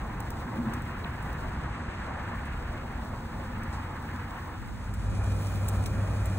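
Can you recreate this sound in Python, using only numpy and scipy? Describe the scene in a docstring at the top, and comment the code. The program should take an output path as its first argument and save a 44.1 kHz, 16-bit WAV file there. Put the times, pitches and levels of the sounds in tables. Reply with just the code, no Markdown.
"""A low roar and an airy rush, with fine hiss and sharp pops: charcoal burns high in a steel barrel grill.
Turbulent flames radiate broadband noise, and a flare-up makes the barrel's cavity modes boom.
A machine starts to hum next door as a low rumble swells. A dissolve moves close to the grate, where fat
sizzles and spits, the hum is loud and puffs of wind touch the two microphone ports."""
import sys
import numpy as np
from scipy import signal
from scipy.fft import rfft, irfft, next_fast_len
from scipy.io import wavfile

SR = 44100
rng = np.random.default_rng(int(sys.argv[2]) if len(sys.argv) > 2 else 0)


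def store_pcm(level_fs):
    """Save levels as 16-bit WAV."""
    pcm = np.round(np.clip(level_fs, -1, 1) * 32767).astype(np.int16)
    wavfile.write(sys.argv[1], SR, np.atleast_2d(pcm).T)


N = 281737
TIME = np.arange(N) / SR
FFT_SIZE = next_fast_len(N)
HZ = np.maximum(np.fft.rfftfreq(FFT_SIZE, 1 / SR), 1)
SHARED_ONLY = [[1], [0]]   # puts a tone wholly in the part common to both channels


def from_db(db):
    """Amplitude ratio of a level in decibels."""
    return 10 ** (np.asarray(db) / 20)


def unit_rms(x):
    """Normalisation to a mean power of 1."""
    return x / np.sqrt(np.mean(x ** 2) + 1e-20)


def in_time(rows):
    """Linear interpolation of timed rows: one curve for each column after the time."""
    seconds, *columns = np.transpose(rows)
    return [np.interp(TIME, seconds, column) for column in columns]


def at_hz(points):
    """Interpolation of a table along a logarithmic frequency axis."""
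    hz, value = np.transpose(points)
    return np.interp(np.log(HZ), np.log(hz), value)


def swell(start_s, rise_s, hold_s, fall_s):
    """Trapezoidal envelope between 0 and 1."""
    return np.interp(TIME, np.cumsum([start_s, rise_s, hold_s, fall_s]), [0, 1, 1, 0])


def drift(corner_hz):
    """Slow random modulation of rms 1: coarse noise through two one-pole low-passes."""
    step, settle = 40, 2000
    pole = np.exp(-2 * np.pi * corner_hz * step / SR)
    coarse = rng.standard_normal(N // step + settle + 2)
    slow = signal.lfilter([1], [1, -2 * pole, pole * pole], coarse)[settle:]
    return np.interp(np.arange(N) / step, np.arange(len(slow)), unit_rms(slow))


def noise():
    """Two uncorrelated white noises."""
    return rng.standard_normal((2, N))


def coloured(x, spectrum):
    """Spectral shaping by a table, silent outside its range, scaled to rms 1."""
    inside = (HZ > spectrum[0][0]) & (HZ < spectrum[-1][0])
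    shaped = rfft(x, FFT_SIZE) * from_db(at_hz(spectrum)) * inside
    return unit_rms(irfft(shaped, FFT_SIZE)[:, :N])


def resonance(x, hz, width_hz):
    """Damped resonator: a two-pole band-pass with a peak gain of 1."""
    radius = np.exp(-np.pi * width_hz / SR)
    feedback = [1, -2 * radius * np.cos(2 * np.pi * hz / SR), radius ** 2]
    return signal.lfilter(np.array([1, 0, -1]) * (1 - radius ** 2) / 2, feedback, x)


def bell(centre_s, sigma_s):
    """Gaussian envelope with a peak of 1."""
    return np.exp(-((TIME - centre_s) / sigma_s) ** 2 / 2)


def tone_pulses(rows):
    """Linear frequency sweeps under Gaussian envelopes, each at a random phase."""
    out = np.zeros(N)
    for centre_s, db, sigma_s, hz, glide_hz_per_s in rows:
        t = TIME - centre_s
        cycles = (hz + glide_hz_per_s * t / 2) * t + rng.random()
        out += from_db(db) * bell(centre_s, sigma_s) * np.sin(2 * np.pi * cycles)
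    return out


def dissolve(far, close, out_s=(4.46, 5.58), in_s=(4.39, 5.22)):
    """Crossfade: the far sound falls linearly while the close one rises by a power law."""
    return np.interp(TIME, out_s, [1, 0]) * far + np.interp(TIME, in_s, [0, 1]) ** 2.07 * close


# Each row: frequency in Hz, how alike left and right sound from 0 to 1.
STEREO_LIKENESS = [(60, 1), (150, 1), (350, 0.94), (700, 0.54), (1400, 0.87), (2400, 0.53), (3000, 0.62),
                   (3700, 0.22), (5000, 0.98), (6000, 0.54), (7600, 0.95), (8800, .99), (10000, 0),
                   (11200, 1), (12300, 1), (13100, .96), (13900, .6), (14700, 0.65)]
# The right channel trails the left by a phase offset that grows in steps with frequency. Each row: frequency in
# Hz, phase offset of the right channel in half turns.
STEREO_PHASE = [(0, 0), (600, .15), (1000, -.08), (2000, .1), (2700, .85), (3400, .9), (3900, .55),
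                (4700, .97), (5300, 1.03), (6500, 1.8), (7500, 2), (8900, 2), (11100, 3), (13100, 3),
                (14600, 4), (22050, 4)]


def stereo(parts, max_likeness=.998):
    """Sum and difference mixing: some bands sound centred, some wide; the right is shifted in phase."""
    common, opposed = rfft(parts, FFT_SIZE)
    likeness = np.clip(at_hz(STEREO_LIKENESS), 0, max_likeness)
    common = np.sqrt((1 + likeness) / 2) * common
    opposed = np.sqrt((1 - likeness) / 2) * opposed
    offset = np.exp(-1j * np.pi * np.interp(HZ, *np.transpose(STEREO_PHASE)))
    return irfft(np.array([common + opposed, (common - opposed) * offset]), FFT_SIZE)[:, :N]


# Close motor tones. Each row: frequency in Hz, relative level in dB, waver in dB, waver rate in Hz.
MOTOR_TONES = [(59.3, -15, 3.5, 5.6), (98, -5.5, 0.66, 12), (109, -17.5, 2, 4.8), (189.7, -25, 5, 9.1),
               (535.6, -27.5, 3, 11)]
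# Thin whine above them. Each row: frequency in Hz, relative level in dB.
WHINE_TONES = [(2408.5, -33), (2467.5, -37)]


def machine_hum(far_hz=90.6, far_db=-42.5, close_db=-25.5):
    """Amplitude and phase modulation: steady motor tones waver as they cross moving air."""
    phase_per_hz = 2 * np.pi * TIME
    envelope = from_db(far_db) * swell(start_s=2.66, rise_s=0.39, hold_s=1.41, fall_s=0.23)
    far = envelope * from_db(1.5 * drift(4)) * np.sin(far_hz * phase_per_hz)
    close = np.zeros(N)
    for hz, db, waver_db, rate_hz in MOTOR_TONES:
        gain = from_db(db + waver_db * drift(rate_hz))
        close += gain * np.sin(hz * phase_per_hz + 0.24 * waver_db * drift(0.47 * rate_hz))
    for hz, db in WHINE_TONES:
        close += from_db(db + 1.5 * drift(12)) * np.sin(hz * phase_per_hz + .3 * drift(4))
    return np.sqrt(2) * dissolve(far, from_db(close_db) * close) * SHARED_ONLY


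# Wind pressure. Each row: frequency in Hz, relative spectral density in dB.
WIND_SPECTRUM = [(20, -16), (50, -5), (100, 0), (200, -5), (300, -13), (450, -28)]
# Each row: centre in seconds, level at the centre in dB, Gaussian width in seconds.
WIND_PUFFS = [(4.7, -43.5, 0.1), (4.995, -43, 0.06), (5.136, -36.5, 0.02), (5.288, -43, 0.075),
              (5.55, -40.5, 0.063), (5.847, -40, .05), (5.98, -41.5, 0.022), (6.39, -44, 0.028)]


def wind(calm_db=-65.5):
    """Local pressure fluctuation: puffs of air give each port its own, uncorrelated rumble."""
    puffs = sum(from_db(db) * bell(centre_s, sigma_s) for centre_s, db, sigma_s in WIND_PUFFS)
    return (from_db(calm_db) + puffs) * from_db(0.97 * drift(6.8)) * coloured(noise(), WIND_SPECTRUM)


# Venting gas. Each row: frequency in Hz, relative spectral density in dB.
JET_SPECTRUM = [(2500, -21), (4000, 7), (8000, 2), (11000, -5), (15500, -17)]


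def gas_jet(level_db=-54):
    """Jet noise: a pocket of gas vents from the coals in one breathy spurt."""
    envelope = swell(start_s=3.722, rise_s=0.008, hold_s=0.012, fall_s=0.05)
    return from_db(level_db) * envelope * coloured(noise(), JET_SPECTRUM)


# Far hiss, close hiss and their top octave. Each row: frequency in Hz, relative spectral density in dB.
FAR_HISS_SPECTRUM = [(1500, -25), (3500, 9), (5000, 6), (7000, 2), (8000, 4.5), (9000, -1), (10500, -9.5),
                     (12500, -19), (15700, -6)]
CLOSE_HISS_SPECTRUM = [(1500, 7), (3000, 4.5), (5000, 3), (7000, 2), (8800, 1), (10500, -4), (12500, -10),
                       (15700, -17)]
TOP_HISS_SPECTRUM = [(9000, -9), (11000, -9.5), (13000, -4), (14500, -6), (15200, -2), (15680, 4),
                     (15800, -25)]
# Each row: time in seconds, level of the top octave against the hiss in dB.
TOP_HISS_LEVELS = [(0, -9), (1.4, -7), (1.8, -29), (2.3, -13), (2.9, -9), (4.5, -7), (5.15, -21),
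                   (5.42, -8), (5.7, -12), (6.39, -16)]
# Fat on the grate. Each row: time in seconds, level in dB before the dissolve.
SIZZLE_LEVELS = [(4.5, -42), (5.0, -51.5), (5.2, -53.5), (5.35, -52.5), (5.5, -50.5), (5.62, -51.5),
                 (5.75, -52.5), (6.05, -53.5), (6.39, -52)]


def sizzle(far_db=-60, ticks_per_s=150, spread_db=6.0, tick_db=-22, tick_decay_s=0.00069):
    """Shot-noise modulation: tiny random ticks briefly lift the hiss of gas and fat."""
    sizes = from_db(spread_db * np.minimum(rng.exponential(1, N), 5))
    ticks = sizes * (rng.random(N) < ticks_per_s * from_db(5 * drift(4)) / SR)
    decaying_ticks = signal.lfilter([1], [1, -np.exp(-1 / (tick_decay_s * SR))], ticks)
    flicker = (1 + from_db(tick_db) * decaying_ticks) * from_db(drift(19))
    top_gain = from_db(in_time(TOP_HISS_LEVELS)[0])
    far, close = flicker * noise(), flicker * noise()
    far = coloured(far, FAR_HISS_SPECTRUM) + top_gain * coloured(far, TOP_HISS_SPECTRUM)
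    close = coloured(close, CLOSE_HISS_SPECTRUM) + top_gain * coloured(close, TOP_HISS_SPECTRUM)
    return dissolve(from_db(far_db) * far, from_db(in_time(SIZZLE_LEVELS)[0]) * close)


# The crack, edge, body and top bands of a pop. Each row: lower and upper limit in Hz.
POP_BANDS = [(7000, 10300), (4600, 7000), (2300, 4600), (10300, 15500)]
# Each row: start in seconds, gain in dB, edge, body and top gains against the crack band in dB,
# time to decay by 60 dB in seconds.
POP_EVENTS = [(0.2027, -40, -3, -4, 1, 0.031), (0.303, -42, 1, -5, 4, 0.038),
              (0.558, -50, -2, -12, 1, .025), (0.7345, -43, -8, -14, 5, .02),
              (0.7363, -36.5, -1, -4, -1, 0.03), (0.82, -39, -7, -18, -4, .014),
              (1.225, -45, -8, -15, -3, .06), (1.328, -46, 0, -1, 0, 0.039),
              (2.453, -49, -3, -8, -4, 0.084), (3.047, -53, -5, -5, 1, .035), (3.58, -49, -8, -10, -8, .03),
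              (3.633, -48, 2, -9, -4, .035), (4.023, -51, -10, -8, -1, .04),
              (4.672, -51.5, -3.5, -3.5, -2, .05), (4.939, -39, -4, -14, -3, 0.044),
              (5.15, -46, -2, -8, -11, .02), (5.2377, -37, -3, -9, -11, 0.023),
              (5.243, -41, -8, -1, -13, 0.02), (5.258, -48, -7, -8, -10, .03), (5.32, -43, 0, 0, -10, .04),
              (5.364, -46, -2, -10, -12, .04), (5.468, -37, 3, -12, -12, 0.022),
              (5.6825, -27.5, -9, -5, -7, .012), (5.686, -29, -6, -9, 3, 0.027),
              (5.696, -37, 1, -8, -4, .018), (5.839, -33, -2, -4, -19, 0.013),
              (5.859, -34.5, 6, 6.5, 1, .018), (5.8626, -36, 2, -2, 1, 0.038),
              (6.256, -35.5, -7, -6, -1, .045), (6.299, -44, -3, -10, -11, .035)]
# Each row: centre in seconds, peak in dB, Gaussian width in seconds, pitch in Hz, glide in Hz per second.
SQUEAKS = [(1.0428, -42, .0007, 4100, -200000), (1.0472, -35, .002, 3000, -400000)]


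def pops(tail_db=-20, tail_t60_s=.05, snap_db=5, ragged_db=3, grain_samples=24):
    """Impulsive transients: coals and fat snap, then sputter in exponential decay; two squeaks fall."""
    out = np.zeros((2, N + SR))
    t = np.arange(SR // 10) / SR
    bands = [signal.butter(6, limits, "band", fs=SR, output="sos") for limits in POP_BANDS]
    for start_s, gain_db, edge_db, body_db, top_db, t60_s in POP_EVENTS:
        decay = from_db(-60 * t / t60_s) + from_db(tail_db - 60 * t / tail_t60_s)
        grains = from_db(ragged_db * rng.standard_normal(len(t) // grain_samples + 1))
        ragged = unit_rms(grains.repeat(grain_samples)[:len(t)])
        ragged[:grain_samples] = 1   # keeps the attack firm
        burst = decay * ragged * rng.standard_normal((2, len(t)))
        burst[:, 0] = from_db(snap_db)
        band_gains = from_db([0, edge_db, body_db, top_db])
        pop = sum(gain * signal.sosfilt(band, burst) for gain, band in zip(band_gains, bands))
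        start = round(start_s * SR)
        out[:, start:start + len(t)] += from_db(gain_db) * pop
    return out[:, :N] + tone_pulses(SQUEAKS) * SHARED_ONLY


# Each row: frequency in Hz, bandwidth of each of two resonator stages in Hz, relative level in dB.
LOW_MODES = [(123.7, 19, -0.5), (231.3, 36, 4), (301, 75, -2)]
# Low rumbling swells with a thin tone; the second comes as the machine starts.
# Each row: start and length in seconds, rumble in dB, thin tone in dB, extra gain of the top mode in dB.
RUMBLE_SWELLS = [(0.43, 0.435, -40.5, -56.5, 0), (2.62, 1.15, -47.5, -59, -13)]
# Puffs of flame that lock onto a low mode. Each row: centre in seconds, peak in dB,
# Gaussian width in seconds, pitch in Hz, glide in Hz per second.
BARREL_BOOMS = [(0.49, -38, 0.015, 257, -300), (0.599, -25, 0.014, 236, 900),
                (0.676, -23, 0.0082, 233.3, 300), (0.685, -31.5, 0.016, 124, 100),
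                (0.76, -34, 0.027, 234, 100), (0.77, -33, 0.026, 123, 150)]


def rumble_and_booms(idle_db=-51.5, ramp_share=0.12, tone_hz=532):
    """Resonance: a hollow rumble swells twice with a thin tone; puffs of flame make the barrel boom."""
    drive = noise()
    *low_modes, top = [from_db(db) * unit_rms(resonance(resonance(drive, hz, width), hz, width))
                       for hz, width, db in LOW_MODES]
    low = sum(low_modes)
    modes_rms = np.sqrt(np.mean((low + top) ** 2))
    rumble = from_db(idle_db) * (low + top)
    tone_gain = np.zeros(N)
    for start_s, length_s, rumble_db, tone_db, top_db in RUMBLE_SWELLS:
        ramp_s = ramp_share * length_s
        envelope = swell(start_s, ramp_s, length_s - 2 * ramp_s, ramp_s)
        rumble += from_db(rumble_db) * envelope * (low + from_db(top_db) * top)
        tone_gain += from_db(tone_db) * envelope
    booms = tone_pulses(BARREL_BOOMS)
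    tone_gain *= from_db(4 * drift(6.6))
    tone = tone_gain * np.sqrt(2) * np.sin(2 * np.pi * tone_hz * TIME + 1.1 * drift(4.7))
    return rumble / modes_rms + (booms + tone) * SHARED_ONLY


# Bands of flame noise. Each row: frequency in Hz, relative spectral density in dB.
FAR_ROAR_SPECTRUM = [(11, -39), (18, -11), (65, 0.5), (95, -4.5), (120, -4.5), (158, -8), (205, -9.5),
                     (239, -10.5), (339, -16.5), (454, -27.5), (500, -18.5), (650, -42.5), (1100, -120)]
CLOSE_ROAR_SPECTRUM = [(18, -30), (30, -10.5), (57, 6), (80, -5), (110, -6), (150, -11), (195, -10.5),
                       (260, -19), (340, -22.5), (500, -31.5)]
FAR_RUSH_SPECTRUM = [(600, -34), (800, -0.5), (900, 2.5), (990, 2.5), (1100, 1), (1250, -5), (1400, -10.5),
                     (2200, -14.5)]
CLOSE_RUSH_SPECTRUM = [(250, -23), (400, 0), (560, 5), (800, 3.5), (1100, 0.5), (1400, -1), (2200, -67)]
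LOWER_RUSH_SPECTRUM = [(250, -38), (330, -5.5), (420, -6.5), (600, -3.5), (780, -1), (900, -7.5),
                       (1100, -27)]
UPPER_RUSH_SPECTRUM = [(800, -15), (1250, -1), (1750, -1.5), (2100, -8), (2700, -11), (3600, -22.5),
                       (5000, -34)]
# Each row: time in seconds, rush level in dB, lower and upper rush against it in dB, roar level in dB.
FAR_FLAME_LEVELS = [(0, -45, -1, -1, -37.5), (.4, -46, -2.5, -1.5, -36.5), (.6, -45, -3, -2, -37),
                    (.9, -45, -4.5, 0.5, -36.5), (1.2, -46.5, -3, 2.5, -36), (1.6, -44, -2, -0.5, -35.5),
                    (2, -46, -2, 2, -37), (2.3, -43, -3, 0, -36.5), (2.6, -49, -0.5, 4.5, -38.5),
                    (3.1, -47, 0.5, -1, -38.5), (3.5, -47.5, -3, -0.5, -38), (3.8, -45, -6.5, -0.5, -38),
                    (4.1, -46.5, -3, 0.5, -37), (4.36, -45.5, -5.5, -0.5, -38.5),
                    (4.5, -49.5, -4, 1.5, -40)]
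# Each row: time in seconds, rush level in dB before the dissolve.
CLOSE_FLAME_LEVELS = [(4.9, -42.5), (5.2, -45), (5.5, -44.5), (5.75, -44.5), (6.0, -42), (6.39, -43.5)]
# Each row: time in seconds, gain of the roar's deepest part in dB.
DEEP_ROAR_GAINS = [(0, 5), (.5, -0.5), (.8, -3.5), (1.2, -1), (1.6, 2.5), (2.1, -0.5), (2.5, 6.5),
                   (2.9, 5.5), (3.3, 2), (3.7, 1), (4.3, -6), (4.7, 3), (4.95, -2), (5.15, 3.5), (5.5, -14),
                   (5.85, -4.5), (6.39, -9)]


def flames(deep_hz=62, close_roar_boost_db=14, close_upper_boost_db=-5):
    """Turbulent combustion: unsteady burning radiates a low roar under a gently fluttering rush."""
    rush_db, lower_db, upper_db, roar_db = in_time(FAR_FLAME_LEVELS)
    far_gain = from_db(rush_db)
    close_gain = from_db(in_time(CLOSE_FLAME_LEVELS)[0])

    far_roar = from_db(roar_db) * coloured(noise(), FAR_ROAR_SPECTRUM)
    close_roar = close_gain * from_db(close_roar_boost_db) * coloured(noise(), CLOSE_ROAR_SPECTRUM)
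    roar = dissolve(far_roar, close_roar)
    deep = signal.sosfiltfilt(signal.butter(3, deep_hz, fs=SR, output="sos"), roar)
    roar = roar - deep + from_db(in_time(DEEP_ROAR_GAINS)[0]) * deep

    far_rush = coloured(noise(), FAR_RUSH_SPECTRUM)
    far_rush += from_db(lower_db + 1.04 * drift(6.2)) * coloured(noise(), LOWER_RUSH_SPECTRUM)
    rush = dissolve(far_gain * far_rush, close_gain * coloured(noise(), CLOSE_RUSH_SPECTRUM))

    far_upper = far_gain * from_db(upper_db) * coloured(noise(), UPPER_RUSH_SPECTRUM)
    close_upper = close_gain * from_db(close_upper_boost_db) * coloured(noise(), UPPER_RUSH_SPECTRUM)
    upper = dissolve(far_upper, close_upper)
    return roar + from_db(1.56 * drift(11.8)) * rush + from_db(1.36 * drift(23)) * upper


def scene():
    """Superposition in stereo; pops come from all over the coals, so they sound a little wider."""
    steady = stereo(flames() + sizzle() + gas_jet() + rumble_and_booms() + machine_hum())
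    return steady + stereo(pops(), max_likeness=.96) + wind()


def record(dry, stop_hz=16850):
    """Band limiting: a steep low-pass removes the highest treble."""
    return signal.sosfilt(signal.cheby2(24, 70, stop_hz, fs=SR, output="sos"), dry)


dry = scene()
out = record(dry)
store_pcm(out)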